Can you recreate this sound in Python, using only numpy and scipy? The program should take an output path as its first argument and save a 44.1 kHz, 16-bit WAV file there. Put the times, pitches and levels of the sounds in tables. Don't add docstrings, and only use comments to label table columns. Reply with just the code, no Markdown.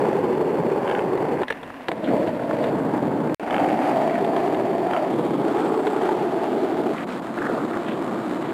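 import sys
import numpy as np
from scipy import signal
from scipy.fft import rfft, irfft, next_fast_len
from scipy.io import wavfile
from scipy.ndimage import uniform_filter1d

SR = 44100
rng = np.random.default_rng(int(sys.argv[2]) if len(sys.argv) > 2 else 0)


def materialize(psi):
    bounded = np.clip(np.atleast_2d(psi).T, -1, 1)
    quanta = np.round(bounded * 32767).astype(np.int16)
    wavfile.write(sys.argv[1], SR, quanta)


N = 376173
TIME = np.arange(N) / SR


def amp(db):
    return 10 ** (np.asarray(db) / 20)


def evened(x):
    return x / np.sqrt(np.mean(x ** 2) + 1e-20)


def steady(x, span_s=0.092):
    power = uniform_filter1d(x ** 2, max(int(span_s * SR), 9))
    return x / np.sqrt(abs(power) + 1e-12)


def tone_curve(points, hz):
    pitch_hz, level_db = np.transpose(points)
    return amp(np.interp(np.log(hz + 1), np.log(pitch_hz + 1), level_db))


def shaped(x, points):
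    size = next_fast_len(len(x))
    gain = tone_curve(points, np.fft.rfftfreq(size, 1 / SR))
    return evened(irfft(rfft(x, size) * gain, size)[:len(x)])


def add(mix, start_s, sound):
    part = mix[max(round(start_s * SR), 0):][:len(sound)]
    part += sound[:len(part)]


def wander(t, per_s):
    knots = np.arange(t[0], t[-1] + 2 / per_s, 1 / per_s)
    return evened(np.interp(t, knots, rng.standard_normal(len(knots))))


def bumps(events):
    return sum(height * np.exp(-((TIME - s) / width) ** 2) for s, width, height in events)


def road(stones_per_s=420, spread_db=3.5, board_share=0.16, grit_share=0.36, patch_db=0.9):
    grain = rng.standard_normal(N)
    sizes = amp(spread_db * np.minimum(rng.exponential(1, N), 4)) * rng.choice([-1, 1], N)
    stones = evened(sizes * (rng.random(N) < stones_per_s / SR))
    patches = amp(patch_db * wander(TIME, per_s=75))
    return [(np.sqrt(1 - share) * grain + np.sqrt(share) * stones) * patches
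            for share in (board_share, grit_share)]


# start_s, depth_db, bob_s, settle_s
LANDINGS = [(1.901, 6, 0.43, 0.42), (3.385, 9, 0.44, 0.13), (7.351, 0.5, 0.3, .4)]


def rider_weight(lag_s=0.066):
    load = np.zeros(N)
    for start_s, depth_db, bob_s, settle_s in LANDINGS:
        since = np.maximum(TIME - start_s - lag_s, 0)
        bob = np.exp(-since / settle_s) * np.cos(2 * np.pi * since / bob_s)
        load -= (TIME > start_s) * depth_db * bob
    return load


# middle_s, half_width_s, boost_db
SURGES = [(.06, 0.069, 3.5), (2.65, 0.17, 2.5), (2.96, 0.043, 2.5), (3.9, 0.086, 2), (4.01, 0.079, 4),
          (4.4, 0.087, 2.5), (5.58, 0.1, 2), (6.06, 0.069, 3.5), (7.53, 0.038, 1)]
# middle_s, half_width_s, dip_db
EASINGS = [(.92, 0.13, 4.5), (1.27, 0.077, 3), (3.55, 0.13, 2), (4.97, 0.093, 4.5), (6.43, 0.044, 4)]
# middle_s, half_width_s, dip_db
SKIPS = [(1.46, 0.013, 12), (7.057, 0.01, 24), (7.21, 0.0096, 14), (7.31, 0.029, 4)]


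def riding_swells(sway_db=0.5):
    load, eased = rider_weight(), bumps(EASINGS)
    surge = sum(db / (1 + ((TIME - s) / width) ** 2) for s, width, db in SURGES)
    deck = load - eased
    wheels = load + surge + 0.92 * eased
    grit = 0.45 * load + surge + 0.44 * eased - bumps(SKIPS)
    return [swell + sway_db * wander(TIME, per_s=14) for swell in (deck, wheels, grit)]


# middle_s, half_width_s, deck_pitch_share, wheel_pitch_share
LEANS = [(1.32, 0.1, -0.25, -0.046), (3.88, 0.045, -0.01, 0.025), (4.42, 0.12, 0.046, 0.029),
         (4.62, 0.054, -0.02, -0.033), (4.925, 0.042, -0.069, 0.2), (5.005, 0.038, -0.11, -0.06),
         (5.099, 0.044, .04, 0.099), (5.5, 0.062, -0.23, 0), (5.65, 0.097, 0.27, 0.12),
         (5.9, 0.13, .15, 0.05), (6.06, 0.093, -0.03, .12), (6.76, 0.051, -0.21, -0.0082)]


def leaning():
    deck_bend = 1 + bumps([(s, width, deck) for s, width, deck, _ in LEANS])
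    wheel_bend = 1 + bumps([(s, width, wheel) for s, width, _, wheel in LEANS])
    return deck_bend, wheel_bend


def hum(force, pitch_hz, width_hz):
    turn = np.exp(2j * np.pi * np.cumsum(pitch_hz) / SR)
    decay = np.exp(-np.pi * width_hz / SR)
    return 2 * (turn * signal.lfilter([1 - decay], [1, -decay], force / turn)).real


# pitch_hz, level_db
CLOSE = [(35, -62), (60, -35), (92, -26), (140, -10.5), (215, -9), (321, -6), (374, -5.5), (463, -4),
         (680, -16.5), (857, -14), (1330, -23), (1620, -21.5), (2780, -32), (3710, -44.5), (6000, -55),
         (7800, -92), (13200, -120)]
EMPTY = [(35, -44.5), (60, -16), (214, -2.5), (259, 1), (908, -9), (1000, -6), (1390, -11.5), (1750, -5.5),
         (2330, -15), (2720, -12.5), (3120, -21), (6000, -38), (7800, -69), (13200, -120)]
LANDED = [(35, -59), (60, -40), (118, -9), (297, -3), (396, -8.5), (463, -4.5), (667, -4.5), (763, -15),
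          (908, -11), (1170, -23.5), (1890, -25.5), (4670, -47.5), (6000, -60), (7800, -86), (13200, -120)]
BEHIND = [(21, -77), (35, -53), (145, -4), (288, -2.5), (407, -5), (453, -6.5), (744, -15), (884, -15.5),
          (1190, -21), (1580, -21.5), (3900, -44.5), (4740, -55), (6000, -59), (7800, -95), (13200, -120)]
ALONGSIDE = [(21, -76), (35, -49), (76, -55), (110, -18), (248, -5), (374, -6.5), (484, -8.5), (654, -4),
             (846, -6), (1030, -17), (1480, -20), (2330, -24.5), (3740, -41), (4630, -44), (6000, -53),
             (7800, -87), (13200, -120)]
SIDE_ON = [(35, -66), (60, -37), (80, -37), (105, -21), (140, -11), (297, -5), (374, -4.5), (505, -9.5),
           (620, -4), (780, -5), (1060, -14), (1470, -22.5), (1750, -20.5), (2250, -25.5), (4670, -44),
           (6000, -52.5), (7800, -72), (13200, -120)]
CROUCHED = [(21, -69), (35, -43), (70, -49), (95, -35), (130, -11), (282, -5.5), (321, -4), (350, -5.5),
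            (846, -5), (1420, -28), (2280, -34.5), (2650, -41), (3360, -37.5), (6000, -66), (7800, -96),
            (13200, -120)]
TWO_BOARDS = [(35, -73), (60, -33), (92, -30), (140, -15.5), (210, -9.5), (259, -4), (374, -2.5),
              (440, -3.5), (505, -11.5), (630, -9), (857, -7), (981, -16.5), (2620, -36), (3300, -38),
              (6000, -58.5), (7800, -70), (13200, -120)]
FAR = [(35, -64), (60, -34), (80, -29), (132, -11), (227, -1.5), (360, -3), (445, -8.5), (642, -8),
       (981, -12.5), (1210, -15.5), (2780, -34), (4000, -37.5), (6000, -57.5), (7800, -52), (13200, -120)]
# pitch_hz, level_db
SIZZLE = [(2500, -11), (5000, -6), (5900, -2), (7000, 3.5), (8400, 3), (9600, 2), (12500, -5), (14200, -4),
          (15500, -27)]
# start_s, tone, rumble_db, howl_db, grit_db,
# drift_db_per_s, deck_pitch_hz, wheel_pitch_hz, deck_hum_db, wheel_hum_db
RIDE = [(-.1, CLOSE, -22.5, -27.5, -41, -1, 397, 846, 1, -7),
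        (1.431, EMPTY, -41, -40.5, -45.5, -3.5, 275, 724, -1, -8),
        (1.905, LANDED, -26.5, -27.5, -42, -1, 312, 634, 1.5, -6),
        (2.708, BEHIND, -24.5, -29.5, -43, 0.5, 302, 904, -0.5, -2),
        (3.375, ALONGSIDE, -24, -24, -38, -1.2, 305, 754, 0.5, -3.5),
        (3.94, SIDE_ON, -26.5, -26, -41.5, 5, 307, 664, -11, 6),
        (4.2, SIDE_ON, -24.5, -26, -40.5, -0.5, 378, 682, 4.5, 2),
        (5.11, CROUCHED, -23.2, -31.5, -37.5, -1.5, 334, 690, 1, -2.5),
        (5.43, TWO_BOARDS, -23.5, -28.5, -39, -0.5, 384, 740, 2, -22),
        (6.17, TWO_BOARDS, -24.5, -29, -39.5, 1, 356, 672, -2.5, 3.5),
        (6.93, FAR, -31, -34.5, -38, -2.5, 290, 690, -9, 3),
        (7.368, FAR, -27.5, -32.5, -39, -0.5, 356, 720, 0, -7)]


def rolling(shake, crunch, deck_top_hz=520, wheel_top_hz=1100, fade_s=0.0098, slowing_per_s=0.06):
    out, swells = np.zeros(N), riding_swells()
    deck_bend, wheel_bend = leaning()
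    ends = [row[0] for row in RIDE[1:]] + [np.inf]
    for stretch, end in zip(RIDE, ends):
        start, tone, *levels, drift, deck_hz, wheel_hz, deck_hum_db, wheel_hum_db = stretch
        inside = (TIME > start - fade_s) & (TIME < end + fade_s)
        t = TIME[inside]
        speed = 1 - slowing_per_s * (t - start) + 0.013 * wander(t, per_s=9.5)
        deck_hum = hum(shake[inside], deck_hz * speed * deck_bend[inside], width_hz=38)
        wheel_hum = hum(shake[inside], wheel_hz * speed * wheel_bend[inside], width_hz=48)
        drone = shake[inside] + amp(deck_hum_db) * deck_hum + amp(wheel_hum_db) * wheel_hum
        size = next_fast_len(len(t))
        hz = np.fft.rfftfreq(size, 1 / SR)
        board = tone_curve(tone, hz)
        below_deck, below_wheel = (1 / (1 + (hz / top) ** 10) for top in (deck_top_hz, wheel_top_hz))
        bands = (drone, below_deck), (drone, below_wheel - below_deck), (crunch[inside], 1 - below_wheel)
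        deck, wheels, grit = (steady(irfft(rfft(force, size) * board * band, size)[:len(t)])
                              for force, band in bands)
        deck_gain, wheel_gain, grit_gain = (amp(db + drift * (t - start) + swell[inside])
                                            for db, swell in zip(levels, swells))
        rumble = amp(0.45) * deck_gain * deck
        howl = amp(-1.35) * wheel_gain * wheels
        contact = amp(-0.22) * grit + amp(-22) * shaped(crunch[inside], SIZZLE)
        fade = np.clip(0.5 + 0.5 * np.minimum(t - start, end - t) / fade_s, 0, 1)
        out[inside] += fade * (rumble + howl + grit_gain * contact)
    return out


# pitch_hz, level_db
HISS = [(20, 19), (60, 32), (200, -27), (2000, 18), (6000, -9), (12000, 1.5), (15500, -5)]
# pitch_hz, level_db
WHINE = [(7198, -87), (8398, -82), (9598, -83), (10198, -84), (10798, -82), (11397, -83), (11997, -85)]


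def camera_noise(hiss_db=-59, whine_gain_db=-1, waver_hz=3.4):
    whine = np.zeros(N)
    for pitch_hz, level_db in WHINE:
        cycles = np.cumsum(pitch_hz + waver_hz * wander(TIME, per_s=25)) / SR
        whine += amp(level_db) * np.sqrt(2) * np.sin(2 * np.pi * cycles)
    return amp(hiss_db) * shaped(rng.standard_normal(N), HISS) + amp(whine_gain_db) * whine


# pitch_hz, level_db
CRACK = [(150, -3), (500, 7.5), (1000, 6), (1900, 1.5), (2700, -0.5), (3700, 1.5), (5000, -18), (8000, -12),
         (11000, -19), (15000, -29)]


def crack(t, fade_s, span_s):
    return steady(shaped(rng.standard_normal(len(t)), CRACK), span_s) * amp(-60 * t / fade_s)


def ring(notes, t, detune=0.17, uneven_db=4):
    strength, shift, phase = rng.random((3, len(notes), 1)) - 0.5
    pitch_hz, level_db, fade_s = np.transpose(notes)[:, :, None]
    loudness = amp(level_db + uneven_db * strength - 60 * t / fade_s)
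    cycles = pitch_hz * (1 + detune * shift) * t + phase
    return (loudness * np.sin(2 * np.pi * cycles)).sum(0)


# pitch_hz, level_db, fade_s
DECK_NOTES = [(455, 0, 0.033), (849, 2, 0.056), (982, -2, 0.084), (1425, -1.5, 0.026), (1650, -3, 0.022),
              (1980, -4, 0.026)]
TRUCK_NOTES = [(1670, 0, 0.056), (2130, -2, 0.033), (2695, -5.5, 0.028), (3300, -2, 0.013),
               (3780, -8, 0.012)]
# start_s, level_db, hardness_db, crack_fade_s, dull_above_hz
KNOCKS = [(0.7365, -18, -8, 0.01, 1130), (0.759, -22.5, -6, 0.015, 1600), (1.1744, -23, -6, 0.027, 3000),
          (1.253, -31, -3, .025, 2200), (1.416, -18.5, 1, 0.051, 2200), (1.4324, -20.5, -6, 0.023, 4000),
          (1.4815, -23, 11, 0.033, 6000), (1.502, -19, 3, 0.058, 3300), (1.524, -22.5, 6, 0.018, 6000),
          (1.571, -33, 3, .025, 3000), (1.6307, -27, -2, 0.027, 4500), (1.702, -29, -3, .03, 2300),
          (1.806, -29, -1, .03, 2000), (1.8835, -15, 2, 0.025, 6000), (1.8905, -22, -13, 0.019, 1200),
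          (1.916, -18.5, 0, 0.016, 4600), (2.2734, -28, 9.5, .034, 5000), (2.394, -25.5, -10, 0.02, 1943),
          (2.443, -31, -4, 0.017, 2480), (2.5095, -20.5, -8, 0.023, 2300), (2.6394, -22.5, 3, .034, 4500),
          (3.295, -24, -2, 0.024, 2600), (3.428, -21, 0, 0.055, 1600), (3.475, -18.5, 0, .04, 1910),
          (4.183, -22.5, -3, 0.028, 2300), (4.245, -25, -1, .03, 5500), (4.363, -22, 4, 0.034, 4200),
          (4.5451, -25, 6, 0.027, 4000), (5.8685, -22, -7, 0.047, 4500), (6.09, -22, -5, 0.034, 2400),
          (6.944, -20, -4, 0.035, 1500), (7.3764, -18.5, -1, 0.038, 1700), (7.385, -19, 5, 0.022, 2600),
          (7.4471, -21, -1, .035, 2200), (7.461, -33, -1, .03, 2200), (7.4925, -22.5, -2, .03, 1800),
          (7.733, -23, 0, 0.035, 2400), (7.762, -20.5, -2, .04, 1700), (7.8837, -27.5, 7, 0.023, 4470),
          (7.918, -30, 6, .04, 4500)]


def knocks(gain_db=-2, rise_s=0.00081, bright_hz=3500):
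    out, t = np.zeros(N), TIME[:8192]
    hz = np.fft.rfftfreq(len(t), 1 / SR)
    for start_s, level_db, hardness_db, crack_fade_s, dull_above_hz in KNOCKS:
        snap = crack(t, crack_fade_s, span_s=0.0047)
        wood = amp(-6 - hardness_db) * ring(DECK_NOTES, t)
        metal = amp(-7.5 + hardness_db) * ring(TRUCK_NOTES, t)
        damping = amp(-60 * t / (3.5 * crack_fade_s))
        blow = (snap + (wood + metal) * damping) * (1 - np.exp(-t / rise_s))
        treble_floor = amp(-10) * min(dull_above_hz / bright_hz, 1) ** 2
        dulling = np.maximum(1 / (1 + (hz / dull_above_hz) ** 8), treble_floor)
        add(out, start_s, amp(level_db + gain_db) * irfft(rfft(blow) * dulling)[:len(t) // 2])
    return out


# start_s, length_s, pitch_hz, width_octaves, level_db
SCUFFS_AND_RUMBLES = [(1.503, .006, 1640, 0.25, -22), (2.03, .045, 3280, .2, -44),
                      (2.05, 0.13, 590, 0.31, -25.5), (2.064, 0.087, 283, 0.35, -23),
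                      (2.048, .09, 1500, 0.53, -36.5), (.85, 0.16, 1560, 0.14, -37.5),
                      (1.018, 0.63, 1700, 0.32, -43), (4.048, 0.17, 1700, 0.47, -39.5),
                      (4.859, 0.15, 1340, 0.1, -36), (5.419, 0.77, 7900, .12, -59),
                      (5.433, 0.38, 1130, 0.28, -34.5), (5.899, 0.2, 1220, .35, -35.5),
                      (6.3, 0.82, 3720, 0.27, -56.5), (6.93, 0.13, 1910, 0.5, -42),
                      (7.075, 0.12, 1900, 0.81, -45.5), (7.385, 0.15, 1380, 0.29, -30.5),
                      (7.483, 0.12, 450, 0.52, -24), (7.5, .17, 1170, .35, -35),
                      (7.688, 0.11, 1290, 0.37, -33.5), (7.841, 0.13, 2600, 0.32, -43.5),
                      (7.95, 0.33, 1210, .15, -42), (8.437, 0.086, 1800, 0.56, -39)]


def scuffs_and_rumbles(flutter_db=4.5, flutters_per_s=240):
    out, t = np.zeros(N), TIME[:SR]
    hz = np.fft.rfftfreq(SR, 1 / SR)
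    for start_s, length_s, pitch_hz, width_octaves, level_db in SCUFFS_AND_RUMBLES:
        band = np.exp(-0.5 * (np.log2((hz + 1) / pitch_hz) / width_octaves) ** 2)
        noise = irfft(rfft(rng.standard_normal(SR)) * band, SR)
        rough = evened(noise * amp(flutter_db * wander(t, flutters_per_s)))
        swell = np.sin(np.pi * np.minimum(t / length_s, 1))
        add(out, start_s, amp(level_db) * rough * swell)
    return out


# pitch_hz, level_db, fade_s
AXLE_NOTES = [(1725, -2, 0.014), (2230, -3.5, 0.018), (2720, -5.5, .016), (3050, -4.5, 0.018)]
# start_s, level_db, pitch_hz
CLACKS = [(.866, -29, 1490), (.876, -20, 1520), (.887, -24.5, 1550), (0.898, -21, 1570), (.912, -19, 1600),
          (.922, -24, 1560), (.950, -19.5, 1540), (.972, -33, 1550), (0.992, -19, 1480), (3.508, -15, 1280),
          (3.527, -24, 1300), (3.5432, -15, 1280), (3.5644, -16, 1250), (3.581, -17, 1310),
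          (3.598, -23, 1300), (3.6443, -20.5, 1235), (3.702, -25, 1250), (3.817, -26, 1250),
          (3.825, -28, 1250), (3.835, -29, 1180), (3.851, -26, 1270), (3.862, -31, 1250), (4.91, -22, 1280),
          (4.9338, -15.5, 1370), (4.945, -26, 1320), (4.964, -18, 1330), (4.974, -22, 1330)]


def wheel_clacks(gain_db=-4, rise_s=0.00059, wheel_fade_s=0.024, dull_above_hz=3500):
    out, t = np.zeros(N), TIME[:4096]
    hz = np.fft.rfftfreq(len(t), 1 / SR)
    dulling = np.maximum(1 / (1 + (hz / dull_above_hz) ** 10), amp(-13))
    for start_s, level_db, pitch_hz in CLACKS:
        click = amp(-2) * crack(t, fade_s=0.02, span_s=0.004)
        ringing = ring(AXLE_NOTES + [(pitch_hz, 0, wheel_fade_s)], t, detune=0.076, uneven_db=1)
        jerk = (click + ringing) * (1 - np.exp(-t / rise_s))
        add(out, start_s, amp(level_db + gain_db) * irfft(rfft(jerk) * dulling))
    return out


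# start_s, pitch_hz, level_db, fade_s
THUDS = [(1.5062, 530, -7, 0.017), (1.513, 497, -18, 0.035), (1.8873, 425, -12.5, 0.047),
         (1.8928, 368, -12, 0.031), (1.9163, 740, -12, .018), (3.429, 240, -16, 0.05),
         (7.407, 336, -10.5, 0.038)]


def deck_thuds(rise_s=0.0015, sag_per_s=9):
    out, t = np.zeros(N), TIME[:4096]
    for start_s, pitch_hz, level_db, fade_s in THUDS:
        cycles = np.cumsum(pitch_hz * np.exp(-sag_per_s * t)) / SR
        loudness = amp(level_db - 60 * t / fade_s) * (1 - np.exp(-t / rise_s))
        add(out, start_s, loudness * np.sin(2 * np.pi * cycles))
    return out


def scene():
    shake, crunch = road()
    ride = rolling(shake, crunch) + knocks() + wheel_clacks() + deck_thuds() + scuffs_and_rumbles()
    return (ride + camera_noise())[None]


MIRRORS_DB = [-33, -39.5, -42.5, -43.5]
# start_s, end_s
PAUSE_S = (3.3455, 3.397)


def record(dry, peak_limit=0.36, clock_hz=3901, click_db=-16, top_hz=15750):
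    rounded = dry / (1 + (dry / peak_limit) ** 8) ** (1 / 8)
    clock = sum(2 * amp(db) * np.cos(2 * np.pi * k * clock_hz * TIME)
                for k, db in enumerate(MIRRORS_DB, 1))
    highs = signal.lfilter(*signal.butter(1, 900, "high", fs=SR), rounded)
    running = (TIME < PAUSE_S[0]) | (TIME > PAUSE_S[1])
    out = (rounded + clock * highs) * running
    add(out[0], PAUSE_S[0], amp(click_db) * np.exp(-TIME[:64] / 0.0001))
    out = out + amp(-100) * shaped(rng.standard_normal(N), HISS)
    treble_cut = signal.firwin(511, top_hz, window=("kaiser", 9), fs=SR)
    return signal.oaconvolve(out, treble_cut[None], "same")


dry = scene()
out = record(dry)
materialize(out)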